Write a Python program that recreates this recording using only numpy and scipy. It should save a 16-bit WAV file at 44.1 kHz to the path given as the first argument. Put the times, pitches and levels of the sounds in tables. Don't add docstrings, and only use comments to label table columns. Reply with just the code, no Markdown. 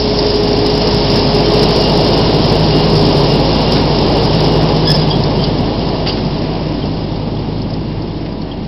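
import sys
import numpy as np
from scipy import signal
from scipy.fft import rfft, irfft
from scipy.io import wavfile
from scipy.ndimage import uniform_filter1d

SR = 44100
rng = np.random.default_rng(int(sys.argv[2]) if len(sys.argv) > 2 else 0)


def pcm_store(signal):
    levels = np.round(np.clip(np.atleast_2d(signal), -1, 1) * 32767)
    wavfile.write(sys.argv[1], SR, levels.astype(np.int16).T)


def gain_from_db(level_db):
    decades = np.asarray(level_db, float) / 20
    return 10 ** decades


N = 382347
T = np.arange(N) / SR
ABREAST_S = 3.0

# closest_db [dB], share of the distance loss [ratio], turning [dB/s]
PARTS = [
    (-14.5, 0.48, 0.14),
    (-15, 1.07, 0.1),
    (-31, 0.89, -0.21),
    (-25.5, 1.125, -0.33),
    (-23.5, 1.01, -1.54),
]


def level(x, db):
    return x * gain_from_db(db) / np.sqrt(np.mean(x ** 2))


def columns(table):
    s, *rest = np.transpose(table)
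    return [np.interp(T, s, c) for c in rest]


def walk(rate):
    hold = int(SR / rate)
    steps = np.repeat(rng.standard_normal(N // hold + 1), hold)
    return 1.3 * uniform_filter1d(uniform_filter1d(steps, hold), hold)[:N]


def tone(hz, db, wobble):
    phase = 2 * np.pi * np.cumsum(hz) / SR + wobble * walk(11) + 2 * np.pi * rng.random()
    return np.sqrt(2) * gain_from_db(db + 3.0 * wobble * walk(15)) * np.sin(phase)


def band(x, hz, width_hz):
    edges = np.clip([hz - width_hz / 2, hz + width_hz / 2], [300, 400], [7000, 9000])
    return signal.sosfilt(signal.butter(2, edges, "band", fs=SR, output="sos"), x)


def heard(db, share, turning):
    # time_s [s], gain_db [dB]
    nearness = [(0, -3.5), (.8, -1.87), (1.7, 0.5), (3.0, -0.05), (3.9, .5), (4.5, -.3), (5.2, -3),
                (6.4, -7), (7.6, -11), (8.67, -14.5)]
    return db + share * columns(nearness)[0] + turning * (T - ABREAST_S)


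def swells(rows):
    return sum(db * np.exp(-((T - s) / half) ** 2) for s, half, db in rows)


def speed():
    governor = [(0, 53.4), (.5, 52.6), (.8, 52.95), (1.2, 52.1), (1.6, 53.4), (1.83, 52.4), (2.2, 53.75),
                (2.52, 52.2), (2.72, 52.9), (3.02, 52), (3.33, 52.5), (3.7, 52.2), (4, 52.9), (4.25, 52.3),
                (4.6, 53.4), (4.95, 51.9), (5.65, 52.8), (8.67, 52.25)]
    flywheel_s = .14
    return uniform_filter1d(columns(governor)[0], size=int(flywheel_s * SR))


def firing():
    multiples = (1, 2, 3, 5, 7.88)
    # closest_db [dB], share of the distance loss [ratio], turning [dB/s], wander_db [dB]
    orders = [
        (-22, 0.5, -0.05, -0.3),
        (-28, .35, -0.2, 2),
        (-22.5, .9, 0.52, 0.8),
        (-37, 1.5, -1, 2),
        (-27.5, 0.71, -2.5, -1),
    ]
    side_tones = ((1.75, 2.25, 2.5, 3.2, 4, 4.75, 5.5, 7.1, 7.5, 8.64, 12.24, 12.42, 15.76, 17.48, 18.64),
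                  (-24, -24, -21, -23, -17, -21, -22, -19, -21, -22, -20, -22, -21, -24, -25))
    # centre_s [s], half_length_s [s], gain_db [dB]
    booms = [
        (.3, 0.74, -8.5),
        (2.8, 0.37, 7.5),
        (4.9, 0.55, 5),
        (8.6, .3, -11.5),
    ]
    # centre_s [s], half_length_s [s], gain_db [dB]
    bonnet_swells = [(.5, .15, 9), (1.2, .25, 13), (3.3, .4, 7)]
    # centre_s [s], half_length_s [s], gain_db [dB]
    pump_swells = [(.2, .7, 4), (1.58, .2, 5.5), (2.2, .12, 3), (3.05, .35, 7.5), (3.75, .15, -5),
                   (4.5, .35, 10), (5.7, .6, 7)]

    hz = speed()
    tones_db = [heard(*row) + wander * walk(2.95) for *row, wander in orders]
    tones_db[2] = tones_db[2] + swells(booms)
    tones_db[3] = tones_db[3] + swells(bonnet_swells)
    tones_db[4] = tones_db[4] + swells(pump_swells)
    casing_db = heard(*PARTS[1])
    lift_db = (0, 1, 1.5, 2.5, 2)
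    wobble = (.02, .12, .2, .15, .15)

    tones = np.zeros(N)
    for multiple, db, lift, unsteady in zip(multiples, tones_db, lift_db, wobble):
        tones += tone(multiple * hz, db + lift, unsteady)
    for multiple, db in zip(*side_tones):
        tones += tone(multiple * hz, casing_db + db + 2.5, .25)

    boom_db = uniform_filter1d(np.maximum(tones_db[2], -40), size=SR // 2)
    tones += tone(2.66 * hz, boom_db - 5.5, 0.75)
    tones += tone(2.77 * hz, boom_db - 8, 0.83)
    return tones, np.cumsum(hz) / SR


def roar(turns):
    # pitch_hz [Hz], density_db [dB per Hz]
    machine_colour = [(20, -14.5), (45, -19), (80, -8.5), (145, -3), (200, -4), (400, -4.5), (500, -6),
                      (950, -12.5), (1350, -24), (2600, -23), (2800, -18), (3850, -20), (5050, -10.5),
                      (5500, -13.5)]
    edges_hz = (20, 340, 1250, 2600, 4300, 7000)
    trim_db = (-1.24, -0.7, 0.5, 0.97, 2.5)
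    pulsing = (0.071, 0.037, 0.067, 0.049, 0.36)
    flicker_db = (.4, .5, .8, .7, .8)

    f = np.fft.rfftfreq(N, 1 / SR) + 1
    colour_hz, colour_db = np.transpose(machine_colour)
    colour = gain_from_db(np.interp(np.log(f), np.log(colour_hz), colour_db))

    strength = gain_from_db(4.2 * rng.standard_normal(600))[turns.astype(int)]
    knock = np.exp(-(turns % 1) / 0.5) * strength
    knock = uniform_filter1d(knock, size=60) / np.mean(knock)

    gust = walk(3.4)
    out = np.zeros(N)
    for k, row in enumerate(PARTS):
        share = 1 / np.sqrt((1 + (edges_hz[k] / f) ** 16) * (1 + (f / edges_hz[k + 1]) ** 16))
        part = irfft(rfft(rng.standard_normal(N)) * colour * share, N)
        part = part * (1 - pulsing[k] + pulsing[k] * knock)
        flicker = flicker_db[k] * (walk(14) + .3 * gust)
        out += level(part, 0) * gain_from_db(heard(*row) + trim_db[k] + flicker)
    return out


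def tines():
    at, size = rng.random((160, 2)).T
    kicks = np.zeros(N)
    kicks[(at * (N - 1)).astype(int)] = np.minimum(-np.log(size), 2.5)
    decay_s = .004
    envelope = signal.lfilter([1], [1, -np.exp(-1 / (decay_s * SR))], kicks)
    bursts = envelope * rng.standard_normal(N)
    return level(band(bursts, 4600, 2400), -12) * gain_from_db(heard(*PARTS[2]))


def whines():
    # centre_s [s], half_length_s [s], gain_db [dB]
    gear_swells = [(.7, 0.26, 5), (1.85, 0.11, 9), (2.18, .13, 13), (2.52, .06, 8), (2.8, .12, 11),
                   (3.33, 0.069, 13), (3.72, .12, 8.2), (4.2, 0.065, 7.3), (4.5, .12, 7.3), (6.1, .1, 9.1),
                   (8.0, .08, 13), (8.55, .1, 15)]
    gearbox_swells = [(.2, .2, 12), (.75, .12, 10), (1.55, .2, 12), (2.2, .2, 10), (2.95, .1, 10),
                      (3.7, .12, 10), (4.05, .06, 10)]
    shaft_swells = [(.6, .3, 4), (3.35, .25, 13), (4.05, .3, 17)]
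    shaft_ratio, gear_ratio, gearbox_ratio = 5.7, 54, 67.5

    hz = speed()
    gear_hz = gear_ratio * hz
    gear_db = heard(-44, 1.35, -.3) + swells(gear_swells)
    unsteady = .35
    mesh = tone(gear_hz, gear_db + 2.5, unsteady)
    mesh += tone(gear_hz / 2, gear_db - 10, unsteady)
    mesh += tone(gear_hz * 3 / 2, gear_db - 6, unsteady)

    broken = gain_from_db(2.5 * walk(25) - 2)
    gearbox_db = heard(-47.5, 1.7, -.8) + swells(gearbox_swells)
    gearbox = broken * tone(gearbox_ratio * hz, gearbox_db, unsteady)

    patchy = gain_from_db(2.5 * walk(40) - 1)
    shaft_db = heard(-40, .3, .1) + swells(shaft_swells)
    return patchy * mesh + gearbox + gain_from_db(2.5) * tone(shaft_ratio * hz, shaft_db, .2)


def clanks():
    # start_s [s], peak_db [dB], centre_hz [Hz]
    ticks = [(2.132, -4, 5200), (3.983, -3.5, 5250), (5.095, -14, 5370), (5.236, -8, 4930),
             (5.438, -4.5, 4710), (6.08, -3, 5000), (6.123, -13, 4900), (7.617, -18.5, 5060),
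             (7.702, -18.5, 5200), (7.735, -15, 5000), (8.019, -24, 5200), (8.415, -23, 4500)]
    # start_s [s], peak_db [dB], decay_s [s]
    jolts = [(3.755, -13, .28), (4.387, -12, 0.12), (6.062, -10, 0.19), (6.171, -18.5, 0.17),
             (7.915, -22, .04), (8.258, -25, 0.091)]
    # start_s [s], peak_db [dB], pitch_hz [Hz], decay_s [s]
    rings = [(5.44, -6.5, 3300, 0.045), (6.065, -12.5, 2820, .14), (6.069, -12, 4660, .25),
             (6.092, -12, 3200, .1), (6.098, -15, 4810, .16), (6.165, -22, 4280, 0.099),
             (8.32, -28, 4850, 0.086), (8.628, -28, 5450, .08)]
    tick_width_hz, tick_decay_s = 1200, .05
    jolt_hz, jolt_width_hz, ring_width_hz = 2700, 4000, 300

    length = 8192
    out, t = np.zeros(N + length), T[:length]
    chatter = np.resize(gain_from_db(2.2 * walk(180)), N + length)
    blows = [(s, db, hz, tick_width_hz, tick_decay_s) for s, db, hz in ticks]
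    blows += [(s, db, jolt_hz, jolt_width_hz, decay) for s, db, decay in jolts]
    blows += [(s, db, hz, ring_width_hz, decay) for s, db, hz, decay in rings]

    rattle = rng.standard_normal((len(blows), length))
    for (s, db, hz, width_hz, decay), noise in zip(blows, rattle):
        shake = (1 - np.exp(-t / .001)) * 10 ** (-3 * t / max(decay, .01))
        i = int(s * SR)
        out[i:i + length] += level(band(noise, hz, width_hz), db - 7) * shake * chatter[i:i + length]
    return out[:N]


def squeaks():
    bursts = [(4.852, .022, 1640, -21, 4), (4.871, .052, 1700, -9.5, 7), (4.893, .018, 1725, -9, 26),
              (4.908, 0.027, 1720, -17, 14), (4.941, 0.024, 1720, -14, 12), (4.935, 0.046, 1590, -21, 12),
              (4.984, 0.053, 1640, -19.5, 12.5), (5.009, .015, 1700, -22, -12),
              (5.102, 0.052, 1640, -19, -13), (5.102, 0.022, 1598, -18.5, 21),
              (5.252, 0.033, 1810, -31.5, -4), (5.391, 0.048, 1580, -25, -18), (5.424, .03, 1583, -24, 18),
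              (5.45, .04, 1494, -30, -12), (6.822, 0.014, 1586, -30, -19.5),
              (7.369, .007, 1670, -26, -21.5), (8.514, 0.013, 1615, -27.5, -14)]
    slip_db, slip_loud_hz, slip_db_per_hz = -15.5, 1700, .12

    out = np.zeros(N)
    unsteady = walk(300)
    grip = gain_from_db(1.0 * walk(250))
    grit = 1 + .4 * walk(700)
    for s, length, hz, top_db, tilt in bursts:
        first_db = top_db + slip_db - slip_db_per_hz * max(slip_loud_hz - hz, 0)
        dbs = (first_db, top_db - max(tilt, 0), top_db + min(tilt, 0))
        i = np.arange(int(s * SR), min(int((s + length) * SR), N))
        u = np.abs(T[i] - s) / length
        slip = hz * (1 + .008 * (u - .5) + .004 * unsteady[i])
        phase = 2 * np.pi * np.cumsum(slip) / SR
        swell = np.clip(np.sin(np.pi * u ** 0.56), 0, 1) ** 0.24
        voice = sum(gain_from_db(db) * np.sin((k + 1) * phase) for k, db in enumerate(dbs))
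        out[i] += swell * grip[i] * grit[i] * voice
    return out


def scene():
    tones, turns = firing()
    rake = squeaks() + clanks()
    echo = np.roll(rake, int(0.058 * SR)) * gain_from_db(-20.5)
    return (tones + roar(turns) + whines() + rake + echo + tines())[None]


def roll_off(x):
    return signal.sosfilt(signal.butter(12, 15830, fs=SR, output="sos"), x)


def record(dry):
    top_hz, clip, offset = 5500, .71, .0108
    cut = signal.sosfilt(signal.ellip(8, .3, 60, top_hz, fs=SR, output="sos"), dry)
    sparse = np.zeros_like(cut)
    sparse[:, ::4] = 4 * np.clip(cut[:, ::4] + offset, -clip, clip)
    stretch = signal.firwin(193, 5510, window=("kaiser", 6.2), fs=SR)
    smooth = signal.fftconvolve(sparse, stretch[None], "same")
    ceiling = 0.99 * clip
    flat = np.clip(smooth, -ceiling, ceiling)

    smear_s, smear_db = .045, -12
    above = signal.butter(5, (5900, 8200), "band", fs=SR, output="sos")
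    power = signal.sosfilt(above, flat - smooth) ** 2
    for _ in range(2):
        power = uniform_filter1d(power, size=int(smear_s * SR / 2))
    hiss = signal.sosfilt(above, rng.standard_normal(N))
    haze = level(hiss, smear_db) * np.sqrt(np.abs(power))
    return roll_off(flat + haze)


dry = scene()
out = record(dry)
pcm_store(out)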